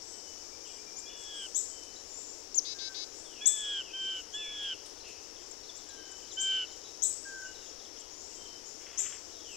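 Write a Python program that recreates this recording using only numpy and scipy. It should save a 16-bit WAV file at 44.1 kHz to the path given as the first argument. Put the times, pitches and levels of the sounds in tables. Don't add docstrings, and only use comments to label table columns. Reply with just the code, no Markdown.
import sys
import numpy as np
from scipy import signal
from scipy.fft import rfft, irfft, next_fast_len
from scipy.io import wavfile
from scipy.ndimage import uniform_filter1d, map_coordinates

SR = 44100
rng = np.random.default_rng(int(sys.argv[2]) if len(sys.argv) > 2 else 0)


def int16_out(signal):
    q = np.round(np.clip(np.atleast_2d(signal).T, -1, 1) * 32767)
    wavfile.write(sys.argv[1], SR, q.astype(np.int16))


N = 421596

# (multiple of the pitch, level [dB])
HIGH_CALL_PARTIALS = [(.5, -23), (1, 3.5), (1.5, -23), (2, -34)]


def amp(db):
    return 10 ** (np.asarray(db) / 20)


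def unit(x):
    return x / np.sqrt(np.mean(x ** 2) + 1e-20)


def along(points, hz):
    f, v = np.transpose(points)
    return np.interp(np.log(hz + 1), np.log(f + 1), v)


def clock(length):
    return np.arange(max(int(length * SR), 2)) / SR


def wobble(rate, size):
    return map_coordinates(rng.standard_normal(int(size * rate / SR) + 4), [np.arange(size) * rate / SR])


def filtered(x, response):
    m = next_fast_len(N + SR // 2)
    return irfft(rfft(x, m) * response(np.fft.rfftfreq(m, 1 / SR)), m)[..., :N]


def noise(spectrum):
    return filtered(rng.standard_normal(N) * np.sqrt(SR / 2), lambda hz: amp(along(spectrum, hz)))


def add(track, s, sound):
    room = track[max(round(s * SR), 0):][:len(sound)]
    room += sound[:len(room)]


def gate(t, rise, fall):
    return np.sin(np.pi / 2 * np.clip(t / rise, 0, 1) * np.clip((t[-1] - t) / fall, 0, 1)) ** 2


def glide(t, start_hz, oct_per_s):
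    return start_hz * 2 ** (oct_per_s * t)


def contour(rows):
    s, hz, db = np.transpose(rows)
    t = clock(s[-1] - s[0])
    return t, np.interp(t, s - s[0], hz), np.interp(t, s - s[0], db)


def syrinx(hz, partials=((1, 0),)):
    phase = 2 * np.pi * np.cumsum(hz) / SR
    return np.sqrt(2) * sum(amp(db) * np.sin(k * phase) for k, db in partials)


def trees(note, echo_db, near_t60=0.67, far_t60=1.0, far_db=-11, delay=0.0049):
    t = clock(.6)
    decay = (amp(-60 * t / near_t60) + amp(far_db - 60 * t / far_t60)) * (t > delay)
    tail = rng.standard_normal(len(t)) * decay
    return signal.fftconvolve(note, (t == 0) + amp(echo_db) * tail / np.linalg.norm(tail))


def hush():
    # (frequency [Hz], density [dB per Hz])
    spectrum = [(25, -104), (100, -95), (250, -114), (550, -104), (1000, -106), (2400, -106), (3100, -101),
                (4200, -105), (5000, -114), (9000, -119), (15000, -130)]
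    fade_db = np.interp(np.arange(N) / SR, [1.5, 3.2], [-7, 0])
    return noise(spectrum) * amp(fade_db)


def air():
    # (frequency [Hz], density [dB per Hz])
    spectrum = [(25, -81), (80, -84), (150, -97.5), (215, -88), (300, -78.5), (460, -77), (580, -83.5),
                (800, -84.5), (1200, -89.5), (2000, -93), (4000, -92), (10000, -103), (12500, -109),
                (15500, -112)]
    return noise(spectrum)


def insects(pitch_hz=5560, pulse_hz=17.7, droop=.065, trill_db=-50, shimmer_db=1.8):
    # (frequency [Hz], density [dB per Hz])
    spectrum = [(3800, -108), (4500, -87.5), (5000, -81), (5500, -76), (6100, -79), (7400, -87.5),
                (8000, -94.5), (9000, -110)]
    # (time [s], gain [dB])
    swell = [(0, 0), (1.5, 0.5), (2, -1.5), (9.5, -1)]
    hiss = noise(spectrum)
    treble = filtered(hiss, lambda hz: np.clip((hz - 6000) / 700, 0, 1))
    shimmer = treble * (amp(shimmer_db * wobble(20, N)) - 1)
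    cycle = np.cumsum(pulse_hz * (1 + 0.0188 * wobble(3.9, N))) / SR % 1
    pulses = np.sin(np.pi * cycle) ** 2 * (1 + .3 * wobble(150, N))
    trill = syrinx(pitch_hz * (1 + droop * (.5 - cycle) + .006 * wobble(200, N))) * pulses
    swell_db = np.interp(np.arange(N) / SR, *np.transpose(swell))
    return amp(swell_db) * (hiss + shimmer + amp(trill_db) * trill)


def warble(db, echo_db, pitch=1, low_hz=3490, high_hz=4610, arch_s=.053, sink=.14, grows_db=6):
    t = clock(2 * arch_s)
    arches = low_hz + (high_hz - low_hz) * np.abs(np.sin(np.pi * t / arch_s))
    hz = pitch * arches * (1 - sink * t / t[-1]) * (1 + .05 * wobble(110, len(t)))
    level = amp(db + grows_db * t / t[-1] + 6.5 * wobble(92.3, len(t)))
    return trees(syrinx(hz) * level * gate(t, 0.044, 0.002), echo_db)


def warblers(chorus_db=-74, count=14):
    # (time [s], base level [dB])
    notes = [(1.903, -65.5), (5.6, -63.5), (5.75, -67.5), (6.226, -63), (6.63, -66), (7.756, -65),
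             (8.409, -70)]
    out = np.zeros(N)
    for s, db in notes:
        add(out, s, warble(db, echo_db=-6))
    for when, pitch, size in rng.random((count, 3)):
        add(out, 3.3 + 6.2 * when, warble(chorus_db + 6 * size, echo_db=0, pitch=.7 + .25 * pitch))
    return out


def twitter(start_s=.43, gap_s=.087, pitch_hz=2354, first_db=-65.5, step_db=0.9, uneven_db=2, count=8):
    out, t = np.zeros(N), clock(0.044)
    for k in range(count):
        db = first_db + step_db * k + uneven_db * rng.standard_normal()
        note = syrinx(pitch_hz * (1 + 0.0204 * wobble(44, len(t)))) * amp(db)
        add(out, start_s + k * gap_s, trees(note * gate(t, .01, 0.024), echo_db=-2))
    return out


def whistles(length_s=0.24, sag_hz_per_s=344, waver=0.0048):
    # (time [s], start pitch [Hz], level [dB], echo [dB])
    notes = [(0.109, 3060, -65.5, 0), (1.696, 3097, -62, -2), (2.739, 1607, -61, -6),
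             (5.87, 1623, -64.5, 2.5), (5.95, 3090, -60, -9), (7.241, 1602, -47, -8.5),
             (8.346, 3140, -62, 2)]
    out, t = np.zeros(N), clock(length_s)
    for s, pitch_hz, db, echo_db in notes:
        hz = (pitch_hz - sag_hz_per_s * t) * (1 + waver * wobble(300, len(t)))
        note = amp(db) * syrinx(hz, [(1, 0.5), (2, -24.0)])
        add(out, s, trees(note * gate(t, 0.028, .03), echo_db))
    return out


def slurs(oct_per_s=-3.4, rasp=0.0176, echo_db=3):
    # (time [s], length [s], start pitch [Hz], level [dB])
    notes = [(3.241, 0.23, 3620, -60.5), (3.798, 0.13, 3230, -57.5), (4.316, .17, 3250, -56),
             (9.315, .12, 4080, -65), (9.433, 0.14, 3345, -57.5)]
    out = np.zeros(N)
    for s, length, start_hz, db in notes:
        t = clock(length)
        hz = glide(t, start_hz, oct_per_s) * (1 + rasp * wobble(511, len(t)))
        note = amp(db) * syrinx(hz, [(1, 0.5), (2, -28.5)])
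        add(out, s, trees(note * gate(t, 0.016, 0.029), echo_db))
    return out


def buzzes(spread=0.074, echo_db=1):
    # (time [s], length [s], pitch [Hz], level [dB])
    notes = [(0.647, 0.062, 3030, -57), (1.092, 0.051, 2880, -55.5), (4.601, 0.9, 4900, -68),
             (4.627, 0.054, 2950, -50.5), (5.039, 0.088, 2750, -56)]
    out = np.zeros(N)
    for s, length, pitch_hz, db in notes:
        t = clock(length)
        note = syrinx(pitch_hz * (1 + spread * wobble(900, len(t)))) * gate(t, length / 12, length / 4)
        add(out, s, trees(amp(db) * note, echo_db))
    return out


def far_seets(db=-52, spread_db=6, echo_db=7, count=36):
    out, t = np.zeros(N), clock(0.081)
    for when, pitch, size in rng.random((count, 3)):
        hz = (6020 + 680 * pitch) * (1 + .18 * t / t[-1])
        note = amp(db - echo_db + spread_db * size) * syrinx(hz) * np.hanning(len(t))
        add(out, when * N / SR, trees(note, echo_db))
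    return out


def far_calls(rise=0.0626, waver=0.0276, echo_db=12):
    # (time [s], length [s], middle pitch [Hz], level of the echo [dB])
    notes = [(0.017, 0.14, 7650, -52), (0.626, 0.13, 7560, -53), (1.163, 0.079, 7740, -50.5),
             (1.325, .11, 8080, -49.5), (2.086, 0.14, 7180, -43), (3.13, 0.14, 8000, -57),
             (3.992, 0.046, 7600, -50), (8.213, .18, 7500, -56), (8.643, 0.051, 7000, -45),
             (9.511, .045, 7620, -45.5)]
    out = np.zeros(N)
    for s, length, pitch_hz, db in notes:
        t = clock(length)
        quaver = np.sin(2 * np.pi * np.cumsum(70 + 20 * wobble(62.1, len(t))) / SR)
        hz = pitch_hz * (1 + rise * (t / length - .5) + waver * (quaver + wobble(401.3, len(t))))
        note = amp(db - echo_db) * syrinx(hz, HIGH_CALL_PARTIALS)
        add(out, s, trees(note * gate(t, 0.0045, 0.043), echo_db, far_db=-19))
    return out


def wings(start_s=8.81, beat_s=0.0636, count=6, crest=0.47, crest_db=-54, t60=0.33, rise=0.018):
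    # (frequency [Hz], relative level [dB])
    spectrum = [(600, -18), (1150, 2.5), (2600, 8), (3400, 10), (4200, -39), (5200, -12), (7000, -41)]
    puffs, t = np.zeros(N), clock(0.33)
    for k, place in enumerate(np.linspace(-1, 1, count)):
        db = crest_db - 3 * (place - crest) ** 2
        add(puffs, start_s + k * beat_s - rise, amp(db - 60 * t / t60) * gate(t, rise, .05))
    rustle = amp(-3) * uniform_filter1d(puffs, SR // 10)
    flicker = amp(3.5 * wobble(200, N))
    return (puffs + rustle) * flicker * unit(noise(spectrum))


def pecks(t60=0.11, rise=.004):
    # (time [s], level before the seed's colour [dB])
    strikes = [(1.833, -51), (4.63, -51), (4.856, -45.5), (5.08, -52)]
    # (frequency [Hz], gain [dB])
    seed = [(1000, -8), (4000, 10), (9000, 9), (12000, -7), (15000, -22)]
    out, t = np.zeros(N), clock(.05)
    for s, db in strikes:
        scrape = amp(db - 60 * t / t60) * gate(t, rise, .01) * rng.standard_normal(len(t))
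        add(out, s, trees(scrape, echo_db=-4))
    return filtered(out, lambda hz: amp(along(seed, hz)))


def ticks(length_s=0.016, start_hz=8030, oct_per_s=-22, echo_db=-18):
    # (time [s], level [dB])
    notes = [(5.509, -40), (5.887, -42.5), (6.114, -41)]
    out, t = np.zeros(N), clock(length_s)
    for s, db in notes:
        note = syrinx(glide(t, start_hz, oct_per_s) * (1 + .008 * wobble(500, len(t))))
        add(out, s, trees(amp(db) * note * gate(t, .004, .008), echo_db))
    return out


def chickadee(dee_hz=439.4, dee_db=-38, scoop=0.14, scoop_s=.016, jitter=0.0079, hoarse=0.18):
    # (time [s], pitch [Hz], level [dB])
    chick = [(2.542, 3280, -51), (2.5465, 6250, -28.5), (2.55, 6870, -35), (2.556, 7400, -30.5),
             (2.573, 6630, -31.5), (2.579, 6650, -22), (2.587, 6180, -18.5), (2.595, 5430, -28),
             (2.599, 3400, -52)]
    # (time [s], length [s])
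    dees = [(2.647, 0.098), (2.785, .11), (2.942, .11)]
    # (frequency [Hz], gain [dB])
    throat = [(1300, -42), (1760, -27), (2200, -22), (3080, -23), (3520, -13.5), (3960, -3.5), (4400, -8.5),
              (4840, -3.5), (5280, -5), (5720, -18), (6160, -7), (7000, -34), (9000, -34)]
    out = np.zeros(N)
    t, hz, db = contour(chick)
    note = syrinx(hz, [(1, 2), (1.57, -29), (2.1, -45)]) * amp(db + wobble(400, len(t)))
    add(out, chick[0][0], trees(note * gate(t, .001, .001), echo_db=-14.5))
    for s, length in dees:
        t = clock(length)
        settling = np.exp(-t / scoop_s)
        hz = dee_hz * (1 - scoop * settling + jitter * (1 + 5 * settling) * wobble(517, len(t)))
        phase = 2 * np.pi * np.cumsum(hz) / SR
        stack = np.zeros(len(t))
        for k in range(3, 20):
            harmonic = np.sqrt(2) * np.sin(k * phase + 2 * np.pi * rng.random())
            stack += amp(along(throat, k * dee_hz)) * harmonic * (1 + hoarse * wobble(457, len(t)))
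        add(out, s, trees(amp(dee_db - 4 * settling) * stack * gate(t, .004, .014), echo_db=-17))
    return out


def chips(start_share=.7, bend=2.38, swell_db=5):
    # (time [s], length [s], end pitch [Hz], base level [dB], echo [dB])
    notes = [(0.959, 0.042, 7600, -38.5, -6), (1.546, .029, 7940, -25.5, 4.5),
             (3.457, 0.027, 8020, -15, -2), (4.32, 0.035, 7580, -45, 4), (5.746, .04, 7700, -44.5, -4),
             (6.313, 0.022, 7500, -44.5, 8.5), (6.388, .029, 7700, -39, 11.5),
             (7.02, 0.028, 8130, -23.5, 6), (7.983, 0.032, 7800, -44, -14), (8.974, .026, 7716, -28.5, 8.5)]
    out = np.zeros(N)
    for s, length, end_hz, db, echo_db in notes:
        t = clock(length)
        sweep = (1 - np.exp(-bend * t / length)) / (1 - np.exp(-bend))
        hz = end_hz * (start_share + (1 - start_share) * sweep) * (1 + 0.012 * wobble(522, len(t)))
        note = amp(db + swell_db * (sweep - 1.73)) * syrinx(hz, HIGH_CALL_PARTIALS)
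        add(out, s, trees(note * gate(t, 0.0013, 0.0067), echo_db, near_t60=0.16, far_t60=0.57, far_db=-3))
    return out


def flutter(t, hz, rate_hz=235, slowing=.55, depth=0.033, throb=0.28, rasp_db=-31):
    # (multiple of the pitch, level [dB])
    partials = [(.25, -38), (.5, -14.5), (.75, -25.5), (1, 2), (1.25, -34), (1.5, -24.5), (1.75, -38)]
    progress = t / t[-1]
    rate = rate_hz * (1 - slowing * progress ** 4) * (1 + .055 * wobble(120, len(t)))
    cycle = 2 * np.pi * np.cumsum(rate) / SR
    strain = np.clip(4.6 * t - .25, .06, 1) * amp(1.3 * wobble(110, len(t)))
    shake = strain * (depth * np.sin(cycle) + .009 * wobble(450, len(t)))
    tone = syrinx(hz * (1 + shake + .003 * wobble(100, len(t))), partials)
    tone *= 1 - throb * strain * np.sin(cycle + 0.91)
    return tone * (1 + amp(rasp_db) * (1 + 2 * progress) * wobble(2200, len(t)))


def mews(low_hz=2934, sag_share=.45, scoop_s=0.01813, flick_hz=420, flick_s=.02, opening_s=0.2):
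    # (time [s], length [s], pitch aimed at [Hz], opening [dB], swell [dB], swell's crest [0-1])
    notes = [(1.052, 0.43, 3463, -52, -44.5, .93), (3.403, .428, 3482, -41.5, -37.5, 0.82),
             (3.925, 0.3, 3143, -41.5, -38, 0.5), (4.33, .422, 3467, -38.5, -38.5, 0.95),
             (6.363, 0.3, 3130, -37, -33, 0.54)]
    out = np.zeros(N)
    for s, length, top_hz, opening_db, swell_db, crest in notes:
        t = clock(length)
        progress = t / t[-1]
        scoop = 0.603 * np.exp(-t / scoop_s)
        fall = sag_share * progress ** 1.5 + (1 - sag_share) * progress ** 7
        flick = np.clip(1 + (t - t[-1]) / flick_s, 0, 1)
        hz = top_hz + (low_hz - top_hz) * (scoop + fall) - flick_hz * flick
        opening = amp(opening_db) * np.exp(-t / opening_s)
        swell = amp(swell_db) * np.exp(-((progress - crest) / 0.45) ** 2)
        dip = amp(-2.5 * np.exp(-((t - .054) / 0.012) ** 2))
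        note = flutter(t, hz) * np.hypot(opening, swell) * dip
        add(out, s, trees(note * gate(t, 0.021, .028), echo_db=-20))
    return out


def scene():
    left = chips() + ticks() + chickadee() + far_calls() + far_seets() + pecks() + insects() + air()
    centre = hush() + mews() + whistles() + slurs() + warblers() + twitter() + buzzes() + wings()
    return np.array([centre + left, centre])


def record(dry):
    return filtered(dry, lambda hz: hz < 15780)


dry = scene()
out = record(dry)
int16_out(out)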